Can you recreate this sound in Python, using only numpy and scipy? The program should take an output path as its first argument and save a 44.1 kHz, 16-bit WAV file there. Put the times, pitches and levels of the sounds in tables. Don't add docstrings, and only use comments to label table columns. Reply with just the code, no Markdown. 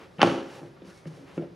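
import sys
import numpy as np
from scipy import signal
from scipy.fft import rfft, irfft
from scipy.io import wavfile

SR = 44100
rng = np.random.default_rng(int(sys.argv[2]) if len(sys.argv) > 2 else 0)


def dump(signal):
    limited = np.clip(np.atleast_2d(signal).T, -1, 1)
    pcm = np.round(limited * 32767).astype(np.int16)
    wavfile.write(sys.argv[1], SR, pcm)


N = 68355


def amp(db):
    return 10 ** (np.asarray(db) / 20)


def unit(x):
    return x / np.sqrt(np.mean(x ** 2) + 1e-20)


def read(points, hz, column=1):
    columns = np.transpose(points)
    return np.interp(np.log(hz + 1), np.log(columns[0]), columns[column])


def add(mix, start_s, sound):
    part = mix[max(round(start_s * SR), 0):][:len(sound)]
    part += sound[:len(part)]


def cut(x, hz, kind="low", order=2):
    return signal.sosfilt(signal.butter(order, hz, kind, fs=SR, output="sos"), x)


def colour(noise, spectrum):
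    gain = amp(read(spectrum, np.fft.rfftfreq(N, 1 / SR)))
    return unit(irfft(rfft(noise) * gain, N))


def burst(samples, decay_s):
    noise = rng.standard_normal(samples) * np.exp(-np.arange(samples) / SR / decay_s)
    return noise / np.linalg.norm(noise)


def ring(modes):
    t = np.arange(SR // 2) / SR
    return sum(amp(db - 60 * t / t60) * 2 * np.log(1000) / (t60 * SR) * np.cos(2 * np.pi * hz * t)
               for hz, db, t60 in modes)


# (f/Hz, relative level/dB)
VENT_SPECTRUM = [(25, -32), (50, -8), (90, -5), (150, 2.5), (300, -12), (365, -7), (391, 4.5), (420, -13.5),
                 (550, -9), (1000, -15), (2500, -23.5), (5000, -30), (8000, -43.5), (10500, -41.5),
                 (15500, -56)]
# (f/Hz, coherence/0-1)
VENT_COHERENCE = [(30, 0.96), (150, 0.94), (1000, 0), (4000, 1), (10000, 0.8)]
def ventilation():
    mid, side = (colour(noise, VENT_SPECTRUM) for noise in rng.standard_normal((2, N)))
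    coherence = read(VENT_COHERENCE, np.fft.rfftfreq(N, 1 / SR))
    mid = irfft(rfft(mid) * np.sqrt((1 + coherence) / 2), N)
    side = irfft(rfft(side) * np.sqrt((1 - coherence) / 2), N)
    return amp(-53) * np.array([mid + side, mid - side])


# (f/Hz, t60/s, level/dB, side against mid/dB)
ROOM_BANDS = [(80, 0.86, -1, -22), (166, 0.37, -7, -25), (346, 0.5, -4.5, -12), (650, 0.64, -14, -7.5),
              (1280, 0.61, -6, -8), (3140, 0.59, -10, -11), (6300, 0.62, -3.5, -24),
              (10800, 0.58, -2.5, -1)]
def room_tail(x, rise_s=0.0083):
    hz, t, bands = signal.stft(rng.standard_normal((2, SR)), SR, nperseg=256)
    t60, level_db, side_db = (read(ROOM_BANDS, hz, column)[:, None] for column in (1, 2, 3))
    equal_energy = np.sqrt(2 * np.log(1000) / (t60 * SR))
    bands *= amp(level_db - 60 * t / t60) * equal_energy
    bands[1] *= amp(side_db)
    rise = np.minimum(np.arange(SR) / SR / rise_s, 1)
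    tail = signal.istft(bands, SR, nperseg=256)[1][:, :SR] * rise
    mid, side = signal.fftconvolve(x[None], tail, axes=1)[:, :N]
    return np.array([mid + side, mid - side])


def reverberation(x, tails=3, split_hz=1190, bass_turn_s=0.016, treble_turn_s=0.002):
    def share(turn_s, k):
        away = abs((np.arange(N) / SR / turn_s - k) % tails - tails / 2)
        return np.cos(np.pi / 2 * np.minimum(away, 1))
    bass, treble = cut(x, split_hz, order=3), cut(x, split_hz, "high", order=3)
    return sum(room_tail(bass * share(bass_turn_s, k) + treble * share(treble_turn_s, k))
               for k in range(tails))


# (f/Hz, level/dB, t60/s)
ROOM_MODES = [(173, -7, 0.77), (272.4, -5.5, 0.81), (340, -10.5, 0.92), (393, -5.5, 1), (541, -0.5, 0.56)]
def standing_waves(x):
    return signal.fftconvolve(x, ring(ROOM_MODES))[:N]


# (t/s, level/dB)
REFLECTIONS = [(.0085, -28), (0.018, -20.5), (0.0365, -22), (0.044, -17.5)]
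def early_echoes(x):
    out, dull = np.zeros(N), cut(x, 1690, order=1)
    for delay_s, db in REFLECTIONS:
        add(out, delay_s, amp(db) * dull)
    return out


def scatter(x):
    reflected = signal.fftconvolve(x, burst(1024, decay_s=0.0011))[:N]
    side = cut(reflected, 500, "high", order=1)
    return amp(-16) * np.array([side, -side])


# (t/s, length/s, drag level/dB, rub level/dB, hiss level/dB)
HAND_STROKES = [(-.06, 0.15, -52, -53, -72), (0.07, 0.37, -56, -79, -68),
                (0.437, 0.19, -65.5, -50.5, -61.5), (0.514, 0.098, -49, -56, -63),
                (0.607, 0.09, -44.5, -60.5, -80), (0.834, 0.11, -55.5, -58, -62.5),
                (0.902, 0.13, -61.5, -65.5, -63.5), (1.012, 0.27, -56, -61.5, -69.5),
                (1.13, 0.073, -65, -72, -67.5), (1.063, 0.028, -71, -57, -60.5),
                (1.166, 0.12, -57.5, -69, -76), (1.239, .13, -60, -55.5, -71.5),
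                (1.318, 0.087, -64, -58.5, -66), (1.385, 0.082, -42, -59.5, -86)]
# (f/Hz, relative level/dB)
DRAG_SPECTRUM = [(40, -58), (100, -16), (150, -6.5), (210, -24.5), (280, 0.5), (390, 0.5), (540, 1.5),
                 (750, -13), (1500, -55), (15000, -92)]
RUB_SPECTRUM = [(100, -33), (450, -7), (800, 6.5), (1600, 2), (2800, -2), (4500, -11.5), (7000, -20.5),
                (15000, -33.5)]
HISS_SPECTRUM = [(500, -40), (2500, -3), (5500, 2), (7800, -8), (10000, -5.5), (12500, -20.5), (15500, -23)]
def sliding(fade_share=0.37, grit_per_s=230, grit_gain=0.34):
    t, out = np.arange(N) / SR, np.zeros(N)
    for k, spectrum in enumerate([DRAG_SPECTRUM, RUB_SPECTRUM, HISS_SPECTRUM]):
        grit = unit(rng.standard_normal(N) * (rng.random(N) < grit_per_s / SR))
        power = np.zeros(N)
        for start_s, length_s, *levels_db in HAND_STROKES:
            progress = (t - start_s) / length_s
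            fade = np.clip(np.minimum(progress, 1 - progress) / fade_share, 0, 1)
            power += (amp(levels_db[k]) * fade) ** 2
        out += np.sqrt(power) * colour(rng.standard_normal(N) + grit_gain * grit, spectrum)
    return out


# (t/s, length/s, f/Hz, level/dB, pitch wobble/share of f)
SKIN_SQUEAKS = [(0.879, 0.065, 1553, -61, 0.12), (0.952, 0.057, 2206, -64.5, 0.0037),
                (1.181, 0.07, 276, -52, 0.035)]
def squeaks():
    out = np.zeros(N)
    for start_s, length_s, hz, db, depth in SKIN_SQUEAKS:
        wobble = unit(cut(rng.standard_normal(N), 122))[:round(length_s * SR)]
        turns = np.cumsum(hz * (1 + depth * wobble)) / SR
        tone = np.sin(2 * np.pi * turns) * signal.windows.tukey(len(turns), 0.5)
        add(out, start_s, amp(db) * unit(tone))
    return out


def wood_response(modes, tap_db, dense_db, dense_t60):
    out = ring(modes)
    t = np.arange(len(out)) / SR
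    dense = cut(rng.standard_normal(len(t)), 266, "high") * amp(-60 * t / dense_t60)
    out += amp(dense_db) * dense / np.linalg.norm(dense)
    out[0] += amp(tap_db)
    return out


# (f/Hz, level/dB, t60/s)
LOW_MODES = [(205.7, -10, 0.14), (274, 1, 0.062), (340.9, 7, 0.2), (393, -2, 0.28), (501, -1, 0.27),
             (521.2, 3.5, 0.099), (574.3, 6, 0.12), (674.5, 0, 0.17), (804, 6.5, 0.061), (866, 5.5, 0.07),
             (935, 1, 0.08), (1230, -6.5, 0.028), (1495, 4, 0.14)]
BRIGHT_MODES = [(1370, -4, 0.012), (1827, -10.5, 0.037), (2237, -2, 0.05), (2668, 0, 0.072),
                (2966, 4, 0.036)]
def strike_top(push, slap):
    low_wood = wood_response(LOW_MODES, tap_db=-4.5, dense_db=-3, dense_t60=0.035)
    bright_wood = wood_response(BRIGHT_MODES, tap_db=-7, dense_db=-10.5, dense_t60=0.023)
    low = cut(signal.fftconvolve(push, low_wood), 151, "high", order=4)
    bright = cut(signal.fftconvolve(slap, bright_wood), 790, "high")
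    return low + bright


def bending_waves(x, travel_s=0.00048, at_hz=990):
    turns = 2 * travel_s * np.sqrt(at_hz * np.fft.rfftfreq(2 * N, 1 / SR))
    return irfft(rfft(x, 2 * N) * np.exp(-2j * np.pi * turns))[:N]


def judder(start_s=0.26, length_s=0.17, spots=5, knocks_per_s=300):
    out, age = np.zeros(N), np.arange(round(length_s * SR)) / SR
    for _ in range(spots):
        gaps_s = rng.uniform(0.2, 1.8, 128) * spots / knocks_per_s
        onsets = np.round((np.cumsum(gaps_s) - gaps_s[0] / 2) * SR).astype(int)
        knocks = np.bincount(onsets, rng.choice([-1, 1], len(onsets)), len(age))[:len(age)]
        rumble = cut(knocks * amp(9.5 - 67.5 * age), 506, order=3)
        clatter = cut(knocks * amp(-3.5 - 113 * age), 3900, order=3)
        add(out, start_s, strike_top(cut(rumble, 121, "high"), clatter))
    return out


def thump(hz, sag_share=0.12, settle_s=0.013, rise_s=0.003, t60=0.21):
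    t = np.arange(SR // 2) / SR
    turns = np.cumsum(hz * (1 + sag_share * np.exp(-t / settle_s))) / SR
    return np.sin(2 * np.pi * turns) * (1 - np.exp(-t / rise_s)) * amp(-60 * t / t60)


# (t/s, push level/dB, push cutoff f/Hz,
# slap level/dB, slap cutoff f/Hz, squash/0-1, thump level/dB, thump f/Hz)
CLAY_BLOWS = [(0.1837, -1, 410, -10.5, 3100, 1, -27.5, 166.8), (0.1929, 5, 785, -3, 3000, 0.92, -33, 169),
              (0.2031, -2, 890, 6.5, 2630, 0.99, -35, 143), (0.2103, 5.5, 940, 9.5, 2420, 0.9, -39, 171),
              (0.2165, 18.5, 1520, 17.5, 4900, 0.3, -22.5, 173.9),
              (0.2294, 26.5, 820, 18, 3080, 0.27, -30, 109.2), (0.2322, 22, 775, 8, 2410, 0.2, -29, 140.5),
              (.590, -10.5, 860, -19, 3030, 1, -63, 162), (0.615, -0.5, 560, -13.5, 1960, 1, -40, 149.4),
              (0.63, -7.5, 730, -24, 2000, 0.4, -45, 143), (0.766, -28, 600, -15, 1830, 0.97, -78, 147),
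              (.8190, -2, 475, -23.5, 3900, 0.78, -40, 182.6), (.849, -4, 437, -25, 3960, 0.3, -52, 169),
              (1.0556, 0.5, 460, -13.5, 2340, 0.45, -32, 152),
              (1.067, -6, 580, -26, 4130, 0.8, -42.5, 150.3), (1.3706, 4, 440, -16, 1990, 0.9, -27, 178.8),
              (1.3775, 17.5, 417, -5, 2250, 0.7, -26, 171.3), (1.3833, 11.5, 414, -31, 1850, 0.7, -44, 162),
              (1.3943, 6.5, 452, -18.5, 2300, 0.6, -37, 201.6),
              (1.423, 1.5, 620, -21.5, 3550, 0.9, -57, 184)]
def clay_blows(full_tick_from_db=16.5):
    out, tap = np.zeros(N), signal.unit_impulse(2048)
    for start_s, push_db, push_hz, slap_db, slap_hz, squash, thump_db, thump_hz in CLAY_BLOWS:
        contact = np.sqrt(1 - squash ** 2) * tap + squash * burst(len(tap), decay_s=0.01)
        tick_gain = amp(-15.5 + min(slap_db - full_tick_from_db, 0)) * (1 - squash) ** 2
        tick = tick_gain * cut(tap, 9270, order=4)
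        push = amp(push_db) * cut(tap, push_hz, order=5)
        slap = amp(slap_db) * (cut(contact, slap_hz, order=5) + tick)
        add(out, start_s, strike_top(push, slap))
        add(out, start_s, amp(thump_db) * thump(thump_hz))
    return out


def scene():
    near = bending_waves(clay_blows() + judder()) + sliding() + squeaks()
    room = early_echoes(near) + standing_waves(near) + reverberation(near)
    balance = amp([[-0.05], [0.05]])
    return (near + room + ventilation() + scatter(near)) * balance


def record(dry, low_hz=54.7, top_hz=15600):
    rounded = dry / (1 + dry ** 6) ** (1 / 6)
    low_pass = signal.firwin(255, top_hz, window=("kaiser", 9), fs=SR)
    return signal.oaconvolve(cut(rounded, low_hz, "high"), low_pass[None], "same")


dry = scene()
out = record(dry)
dump(out)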